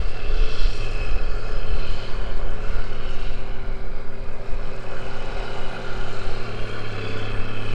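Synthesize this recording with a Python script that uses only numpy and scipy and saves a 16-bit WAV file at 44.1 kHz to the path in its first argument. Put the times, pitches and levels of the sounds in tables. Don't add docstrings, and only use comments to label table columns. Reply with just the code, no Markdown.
import sys
import numpy as np
from scipy import signal
from scipy.fft import rfft, irfft, next_fast_len
from scipy.io import wavfile
from scipy.ndimage import uniform_filter1d, map_coordinates

SR = 44100
rng = np.random.default_rng(int(sys.argv[2]) if len(sys.argv) > 2 else 0)


def materialize(psi):
    bounded = np.clip(np.atleast_2d(psi).T, -1, 1)
    quanta = np.round(bounded * 32767).astype(np.int16)
    wavfile.write(sys.argv[1], SR, quanta)


N = 341334

# t/s, relative level/dB
BODY_LEVEL = [(0.0, -39), (1.01, -35.5), (2.76, -37.5), (4.12, -40.5), (5.33, -34.5), (6.7, -34.5),
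              (7.26, -34.5), (7.41, -34.5), (7.74, -35.5)]
# t/s, relative treble/dB, relative straw/dB
TOP_LEVELS = [(0.06, -44, -60), (0.25, -46, -61.5), (0.55, -42, -55.5), (0.82, -45, -53.5),
              (1.2, -46.5, -62.5), (1.4, -47, -59.5), (1.66, -47, -62), (1.99, -39.5, -57.5),
              (2.4, -48.5, -64), (2.7, -46, -61), (2.9, -44, -62), (3.2, -40.5, -60), (3.59, -51, -67.5),
              (4.19, -52.5, -67), (4.95, -50, -58.5), (5.44, -43, -57.5), (5.8, -46.5, -58),
              (6.14, -45.5, -55), (6.8, -45, -60), (7.15, -42, -57), (7.46, -45.5, -61.5),
              (7.7, -41, -56.5)]


def amp(db):
    return np.exp(np.asarray(db) * (np.log(10) / 20))


def unit(x):
    return x / np.sqrt(np.mean(x ** 2) + 1e-20)


def curves(rows):
    s, *cols = np.transpose(rows)
    return [np.interp(np.arange(N) / SR, s, c) for c in cols]


def wobble(rate):
    knots = rng.standard_normal(int(N * rate / SR) + 4)
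    grid = np.arange(0, len(knots), 1 / 10)
    return np.interp(np.arange(N) * rate / SR, grid, map_coordinates(knots, [grid], mode="mirror"))


def around(s, half):
    return slice(max(int((s - 3 * abs(half)) * SR), 0), int((s + 3 * abs(half)) * SR) + 1)


def swell(s, half):
    shape, span = np.zeros(N), around(s, half)
    shape[span] = np.exp(-((np.arange(*span.indices(N)) / SR - s) / half) ** 2)
    return shape


def filtered(x, response):
    m = next_fast_len(N + SR // 2)
    return irfft(rfft(x, m) * response(np.fft.rfftfreq(m, 1 / SR)), m)[:N]


def coloured(x, points):
    f, db = np.transpose(points)
    return unit(filtered(x, lambda hz: amp(np.interp(np.log(hz + 1), np.log(f + 1), db))))


def resonate(x, modes):
    peak = lambda f, c, w: 1 / (1 + ((f - c) / w) ** 2) ** 2
    return unit(filtered(x, lambda f: np.sqrt(sum(amp(db) ** 2 * peak(f, c, w) for c, w, db in modes))))


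def ring(drive, hz, width_hz):
    carrier = np.exp(2j * np.pi * np.cumsum(np.broadcast_to(hz, len(drive))) / SR)
    pole = np.exp(-2 * np.pi * abs(width_hz) / SR)
    envelope = signal.lfilter([1], [1, -2 * pole, pole ** 2], drive * carrier.conj())
    return unit((envelope * carrier).real)


def engine_load(speed, free_hz=39.24, droop_hz=2.84):
    return np.tanh(np.maximum(free_hz - speed, 0) / droop_hz)


def lugging(speed, lug_hz=34.2, span_hz=.15):
    return .5 + .5 * np.tanh((lug_hz - speed) / span_hz)


def tone(turns, multiple, flutter_db, drift):
    phase = multiple * turns + rng.random() + drift * wobble(9)
    return np.sqrt(2) * np.sin(2 * np.pi * phase) * amp(flutter_db * wobble(7))


def exhaust(turns, speed):
    # t/s, level/dB
    octave_level = [(0, -64), (1.2, -54), (1.75, -48), (3.3, -48), (4.6, -49.5), (5.4, -48), (6.1, -47),
                    (6.7, -45), (7.74, -47.5)]
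    # t/s, level/dB
    hum_level = [(0, -56), (0.5, -57), (0.8, -50.5), (2.0, -59), (3.0, -56), (4.2, -61), (5.4, -57),
                 (6.2, -59), (6.7, -51), (7.05, -50), (7.35, -43.5), (7.74, -43.5)]
    # multiple of the shaft speed, relative level/dB
    uneven_orders = [(2, -5.5), (2.5, -15), (3.5, -44), (4, -31), (4.5, -33), (5, -9.5), (5.5, -21),
                     (6.5, -29.5), (7.5, -18), (8, -11), (9, -10), (10.5, -24.5), (11, -5), (11.5, -12.5),
                     (12, -6), (13, -7), (13.5, -9), (14, -21), (15, -18), (16.5, -8.5), (17.5, -9),
                     (18.5, -14)]
    # f/Hz, width/Hz, boost/dB
    pipe_modes = [(249, 15, 8), (436, 14, 9)]
    # f/Hz, relative level/dB
    puff_eq = [(70, -25), (130, -5), (180, -2), (260, -3), (320, -11), (420, 0), (650, -12), (1200, -40),
               (2500, -120)]
    load, bark = engine_load(speed), lugging(speed)
    body_db = curves(BODY_LEVEL)[0]
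    swell_db = body_db - body_db.mean()

    firing_db = -50 + 9.5 * load + .97 * np.arange(N) / SR
    silencer_db = 14.5 / (1 + ((10 * speed - 380.2) / 20.3) ** 2)
    boom_db = -58 + .65 * swell_db + silencer_db
    octave_db, hum_db = curves(octave_level)[0], curves(hum_level)[0]
    firing, octave, hum, boom = [tone(turns, k, flutter_db=.8, drift=.003) for k in (3, 6, 7, 10)]
    drone = amp(firing_db) * firing + amp(octave_db) * octave + amp(hum_db) * hum + amp(boom_db) * boom

    growl_db = -57.5 + 12.5 * load + .72 * swell_db + 3 * bark
    push = amp(.5 * (firing_db + 37))
    orders = [(k, amp(db) * tone(turns, k, flutter_db=1.2, drift=.02)) for k, db in uneven_orders]
    growl = amp(growl_db) * sum(line * push if k < 10 else line for k, line in orders)
    pipe = lambda f: amp(sum(db / (1 + ((f - c) / w) ** 2) for c, w, db in pipe_modes))

    puff_db = -55 + 7.5 * bark + .72 * swell_db
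    puffs = coloured(rng.standard_normal(N) * amp(-26 * (turns % 1)), puff_eq)
    return drone + filtered(growl, pipe) + amp(puff_db) * puffs


def bursts(turns, depth_db, uneven_db):
    stroke = (3 * turns + rng.random()) % 1
    return rng.standard_normal(N) * unit(amp(uneven_db * np.cos(2 * np.pi * turns) - depth_db * stroke))


def machinery(turns, speed):
    # f/Hz, width/Hz, relative level/dB
    block_modes = [(407, 18, 5), (536, 69, 0.5), (733, 58, -3), (1163, 133, -3), (1460, 130, -8.5),
                   (1720, 62, -2.5), (2175, 220, -9.5), (2790, 83, -11)]
    # f/Hz, width/Hz, relative level/dB
    cover_modes = [(390, 113, 0.5), (536, 38, 9), (727, 140, 2.5), (1174, 250, -2.5), (1594, 100, -4),
                   (2130, 200, -4), (2444, 130, -4)]
    # f/Hz, relative level/dB
    wash_eq = [(50, -29), (90, 9), (180, 11.5), (260, -9.5), (320, -41), (450, 8), (800, -20), (1500, -5),
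               (1900, -16), (2700, -2), (3500, -1), (4200, -8), (5300, -8), (6100, -8), (9000, -37)]
    body_db, treble_db = curves(BODY_LEVEL)[0], curves(TOP_LEVELS)[0]
    knock_share = np.clip((engine_load(speed) - .26) / .74, .08, .95)
    knock = resonate(bursts(turns, depth_db=8.5, uneven_db=1), block_modes)
    rattle = resonate(bursts(turns, depth_db=3, uneven_db=-1), cover_modes)
    wash = coloured(bursts(turns, depth_db=4, uneven_db=2.1), wash_eq)
    clatter = np.sqrt(knock_share) * knock + np.sqrt(1 - knock_share) * rattle
    noise = clatter + amp(-5.5) * wash + amp(-6) * combustion(turns, speed)
    body = filtered(noise, lambda hz: 1 / (1 + (hz / 2300) ** 6))
    treble = patchy(noise - body, depth_db=3.6, width_hz=120, span_s=.45)
    body = patchy(body, depth_db=1.8, width_hz=110, span_s=.6)
    body_gain = amp(body_db - 2.5 + .6 * wobble(14))
    treble_gain = amp(treble_db - 3 + 1.1 * wobble(11))
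    return body_gain * unit(body) + treble_gain * unit(treble)


def combustion(turns, speed):
    # f/Hz, width/Hz, relative level/dB
    gas_modes = [(4080, 300, -0.5), (4480, 170, -1), (4950, 170, -3), (5450, 420, -8)]
    gas = resonate(bursts(turns, depth_db=5, uneven_db=1.5), gas_modes)
    pitch_ratio = (36 / speed) ** .3
    return unit(map_coordinates(gas, [np.cumsum(pitch_ratio)], mode="mirror"))


def patchy(x, depth_db, width_hz, span_s):
    spectra = signal.stft(x, nperseg=1024)[2]
    bins, frames = np.indices(spectra.shape)
    where = [bins * SR / 1024 / width_hz, frames * 512 / SR / span_s]
    patches = map_coordinates(rng.standard_normal((400, 80)), where, order=1, mode="mirror")
    return signal.istft(spectra * amp(depth_db * patches), nperseg=1024)[1][:N]


def air(x):
    # t/s, share (below 0 where a gust carries it in)
    treble_loss = [(0, 0.24), (.3, 0.12), (.6, -0.6), (.95, 0.1), (3, 0.46), (6.3, -0.075), (7, 0.25),
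                   (7.74, 0.46)]
    below = lambda edge_hz: filtered(x, lambda hz: 1 / np.sqrt(1 + (hz / edge_hz) ** 24))
    share = np.clip(curves(treble_loss)[0], -1, 1)
    return (1 - share) * below(edge_hz=5440) + share * below(edge_hz=3200)


def shaking(turns, repeat_share=.4, cycle_samples=2400):
    place = ((turns / 2 + .002 * wobble(12)) % 1 * cycle_samples).astype(int)
    pattern = rng.standard_normal(cycle_samples + 1)[place]
    jolts = np.sqrt(repeat_share) * pattern + np.sqrt(1 - repeat_share) * rng.standard_normal(N)
    return jolts * amp(np.cos(2 * np.pi * turns) - 11 * (3 * turns % 1))


def metalwork(turns):
    # t/s, f/Hz, level/dB
    gear_case = [(0, 1400, -50.5), (0.6, 1416, -45), (0.85, 1440, -53), (1.05, 1390, -47.5),
                 (2.7, 1422, -45), (3.6, 1457, -50.5), (4.5, 1430, -55), (4.9, 1455, -45.5),
                 (5.4, 1430, -44.5), (6.0, 1410, -41.5), (6.6, 1420, -44), (7.15, 1443, -42.5),
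                 (7.74, 1375, -44)]
    # t/s, f/Hz, level/dB
    panels = [(0, 2650, -49.5), (0.4, 2655, -41.5), (0.8, 2620, -43.5), (1.1, 2566, -43),
              (1.4, 2560, -52.5), (1.75, 2590, -44.5), (2.4, 2510, -56), (2.7, 2670, -49.5),
              (3.8, 2450, -69), (4.35, 2505, -56.5), (5.4, 2590, -50), (6.3, 2580, -51.5),
              (6.8, 2540, -50.5), (7.0, 2590, -42), (7.2, 2580, -43.5), (7.4, 2610, -42.5),
              (7.74, 2540, -43.5)]
    # t/s, f/Hz, level/dB
    valves = [(0, 3120, -54.5), (0.55, 3170, -45), (1.0, 3100, -51), (1.4, 3160, -55.5), (1.7, 3030, -45.5),
              (2.05, 3050, -47.5), (2.45, 2990, -52), (3.15, 2920, -49), (3.7, 2910, -57), (3.9, 3100, -72),
              (4.6, 3000, -62), (5.0, 2960, -50), (5.45, 2880, -46), (6.2, 3000, -48.5), (6.8, 3130, -57),
              (7.15, 3060, -45.5), (7.4, 3160, -49), (7.7, 3020, -44.5)]
    # t/s, f/Hz, level/dB
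    bale_chamber = [(0, 656, -45), (1.2, 720, -66), (2.2, 1090, -46), (3.0, 1010, -53.5), (4.3, 855, -60),
                    (5.0, 850, -47), (5.6, 816, -43.5), (6.3, 800, -53), (6.9, 744, -60), (7.74, 800, -46)]
    shake, out = shaking(turns), np.zeros(N)
    for part, width_hz in [(gear_case, 88), (panels, 88), (valves, 150), (bale_chamber, 194)]:
        hz, db = curves(part)
        out += amp(db + 1.7 * wobble(17)) * ring(shake, hz * (1 + .007 * wobble(13)), width_hz)
    return out


def ground(x, relative_width=.05):
    # t/s at the middle, half length/s, f/Hz, gain/dB
    notches = [(0.7, 0.3, 1580, -5), (1.3, 0.42, 3620, -8), (1.4, 0.4, 1930, -6), (1.45, 0.25, 2300, -5),
               (1.3, 0.35, 4760, -5), (2.0, 0.35, 3500, -4), (4.1, 0.6, 1880, -3), (4.3, 0.45, 1120, -4),
               (7.2, 0.4, 3700, -4), (7.2, 0.5, 2880, -4)]
    hz, t, spectra = signal.stft(x, SR, nperseg=1024)
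    sink_db = sum(db * np.exp(-((t - s) / half) ** 2 - ((hz[:, None] / centre - 1) / relative_width) ** 2)
                  for s, half, centre, db in notches)
    return signal.istft(spectra * amp(sink_db), SR, nperseg=1024)[1][:N]


def crackle(snaps_per_s=130, snap_db=-5):
    swish = rng.standard_normal(N) * amp(1.9 * wobble(900) + 1.1 * wobble(45))
    snaps = (rng.random(N) < snaps_per_s / SR) * rng.uniform(-1, 1, N)
    return unit(unit(swish) + amp(snap_db) * unit(snaps))


def straw():
    # f/Hz, relative level/dB
    swish_eq = [(3000, -23), (5000, -1), (6200, 3.5), (7800, 2), (9000, -2.5), (10000, -11), (11500, -17),
                (15000, -25)]
    # t/s at the middle, half length/s, f/Hz, relative level/dB
    wads = [(0.13, 0.04, 8500, -68), (0.48, 0.2, 5750, -57), (0.6, 0.09, 7000, -59), (0.76, 0.1, 7900, -58),
            (0.95, 0.025, 8500, -61), (1.04, 0.018, 7800, -58), (1.08, 0.1, 5800, -61),
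            (1.36, 0.07, 7600, -64), (1.48, 0.09, 6500, -64), (1.75, 0.06, 8500, -65),
            (1.97, 0.09, 7000, -60), (2.65, 0.05, 7000, -62), (2.75, 0.05, 8300, -64),
            (2.8, 0.2, 5200, -58), (3.13, 0.04, 6500, -58), (3.3, 0.08, 7200, -66), (5.42, 0.16, 4800, -55),
            (5.58, 0.11, 7000, -60), (6.18, 0.12, 7000, -61)]
    bed = patchy(crackle(), depth_db=2, width_hz=300, span_s=.15)
    out = amp(curves(TOP_LEVELS)[1] - 1.5) * coloured(bed, swish_eq)
    rub, stray_hz = crackle(), 300 * wobble(22)
    for s, half, hz, db in wads:
        span = around(s, half)
        scrape = ring(rub[span], hz + stray_hz[span], width_hz=750)
        out[span] += amp(db - 2.5) * swell(s, half)[span] * scrape
    return filtered(out, lambda hz: 1 / np.sqrt(1 + (hz / 10500) ** 16))


def wind_strength():
    # t/s at the middle, half length/s, gain/dB
    lulls = [(0.17, 0.05, -10), (2.98, 0.06, -7), (4.14, 0.04, -7), (4.83, 0.05, -7), (5.8, 0.1, -10),
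             (6.14, 0.05, -7), (6.97, 0.17, -13), (7.53, 0.06, -6)]
    # t/s at the peak, half length/s, relative thump/dB, relative flapping/dB
    gusts = [(0.04, 0.045, -21, -35), (0.33, 0.04, -14, -33), (0.42, 0.04, -15, -31),
             (0.64, 0.04, -14, -34), (0.82, 0.05, -27, -35), (0.98, 0.06, -21, -36), (1.12, 0.07, -20, -44),
             (1.32, 0.04, -21, -39), (1.55, 0.06, -24, -37), (1.73, 0.045, -17, -34),
             (1.89, 0.07, -25, -32), (2.22, 0.06, -22, -38), (2.44, 0.08, -22, -43), (2.75, 0.1, -24, -40),
             (3.26, 0.08, -26, -43), (3.5, 0.03, -33, -37), (3.68, 0.045, -26, -40), (3.9, 0.06, -28, -43),
             (4.25, 0.04, -34, -39), (4.56, 0.06, -25, -46), (5.36, 0.045, -22, -44),
             (5.65, 0.04, -31, -48), (6.0, 0.06, -28, -38), (6.29, 0.05, -29, -44), (6.6, 0.1, -32, -45),
             (7.37, 0.04, -26, -40), (7.7, 0.06, -35, -50)]
    lulls_db = sum(db * swell(s, half) for s, half, db in lulls)
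    breeze = amp(-28 - 1.5 * np.arange(N) / SR + 2.2 * wobble(7) + lulls_db)
    thump_power, flap_power = breeze ** 2, (breeze * amp(-13)) ** 2
    for s, half, thump_db, flap_db in gusts:
        shape = swell(s, half)
        thump_power += amp(thump_db) ** 2 * shape
        flap_power += amp(flap_db) ** 2 * shape
    return 10 * np.log10(thump_power), 10 * np.log10(flap_power)


def eddies(eq):
    x = coloured(rng.standard_normal(N), eq)
    return unit(x / np.sqrt(uniform_filter1d(x ** 2, size=SR // 12) + .1))


def wind():
    # f/Hz, relative level/dB
    sway_eq = [(1, -8), (3, 0), (8, -1), (20, -10), (30, -30), (60, -80)]
    # f/Hz, relative level/dB
    thump_eq = [(14, -10), (22, 1), (32, 0), (48, -13), (70, -24), (130, -45), (400, -120)]
    # f/Hz, relative level/dB
    flap_eq = [(30, -14), (50, 0), (70, -4), (100, -10), (150, -19), (250, -31), (600, -70), (1500, -120)]
    thump_db, flap_db = wind_strength()
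    sway = np.tanh(coloured(rng.standard_normal(N), sway_eq))
    sub = amp(-7.5 + .29 * thump_db) * coloured(sway, [(13, 0), (20, -12), (32, -50)])
    return sub + amp(thump_db - 1.27) * eddies(thump_eq) + amp(flap_db - 1.6) * eddies(flap_eq)


def hiss():
    # f/Hz, relative level/dB
    hiss_eq = [(100, 4), (8000, -3), (12000, -4.8), (15700, -7.6)]
    return amp(-72.2) * coloured(rng.standard_normal(N), hiss_eq)


def jangles(turns, q=48):
    # t/s at the middle, half length/s, f/Hz, level/dB
    loose_parts = [(0.08, 0.19, 5130, -62), (0.526, 0.23, 3420, -47.5), (0.672, 0.18, 4280, -48),
                   (0.62, 0.17, 4930, -50), (0.65, 0.23, 5530, -51.5), (1.054, 0.21, 5100, -53),
                   (1.154, 0.16, 3960, -60), (1.35, 0.16, 4520, -53), (1.514, 0.18, 5030, -54),
                   (2.737, 0.14, 4140, -56), (2.8, 0.15, 4580, -57.5), (3.1, 0.36, 4430, -59),
                   (3.148, 0.12, 5360, -61), (3.203, 0.29, 2680, -50.5), (3.745, 0.3, 2266, -55),
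                   (4.1, 0.33, 4930, -70), (5.5, 0.26, 3910, -53), (6.335, 0.15, 4080, -51.5),
                   (6.392, 0.1, 4840, -64), (6.59, 0.57, 2765, -49.5), (6.815, 0.72, 2320, -49),
                   (6.797, 0.26, 3190, -47), (6.9, 0.41, 4110, -53), (7.115, 0.19, 3400, -46),
                   (7.1, 0.13, 4700, -52)]
    shake, out = bursts(turns, depth_db=9, uneven_db=1.5), np.zeros(N)
    waver = 1 + .006 * wobble(16)
    for s, half, hz, db in loose_parts:
        span = around(s, half)
        out[span] += amp(db) * swell(s, half)[span] * ring(shake[span], hz * waver[span], hz / q)
    return out


def squeals():
    # t/s at the middle, half length/s, f/Hz, relative level/dB
    faint_notes = [(4.1, 0.3, 4790, -76), (5.72, 0.07, 9690, -82), (5.74, 0.09, 9250, -79),
                   (6.725, 0.18, 9170, -77), (7.37, 0.06, 8470, -74), (7.65, 0.12, 8500, -76)]
    waver_hz, out = 55 * wobble(150), np.zeros(N)
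    for s, half, hz, db in faint_notes:
        span = around(s, half)
        note = np.sin(2 * np.pi * np.cumsum(hz + waver_hz[span]) / SR)
        out[span] += amp(db + 12) * swell(s, half)[span] * note
    return out


def scene():
    # t/s, f/Hz (turns a second)
    shaft_speed = [(0.0, 35.1), (0.04, 35.2), (0.41, 33.5), (0.58, 34.3), (1.81, 36.9), (2.37, 37.6),
                   (2.67, 36.0), (2.87, 37.1), (4.27, 38.9), (4.63, 39.0), (4.87, 37.6), (5.15, 38.8),
                   (5.71, 38.4), (5.95, 37.6), (6.34, 37.9), (6.76, 35.8), (6.88, 35.5), (6.98, 34.1),
                   (7.14, 33.4), (7.31, 34.6), (7.65, 35.0), (7.74, 35.5)]
    speed = curves(shaft_speed)[0]
    turns = np.cumsum(speed) / SR
    noise_floor = hiss()
    drone = exhaust(turns, speed)
    clatter = ground(air(machinery(turns, speed)) + metalwork(turns))
    return (drone + clatter + jangles(turns) + straw() + squeals() + wind() + noise_floor)[None]


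def record(dry):
    top_hz, fade_s = 15700, .004
    ease = np.clip(np.minimum(np.arange(N), np.arange(N)[::-1]) / (fade_s * SR), 0, 1)
    return filtered(dry[0] * ease, lambda hz: hz < top_hz)[None]


dry = scene()
out = record(dry)
materialize(out)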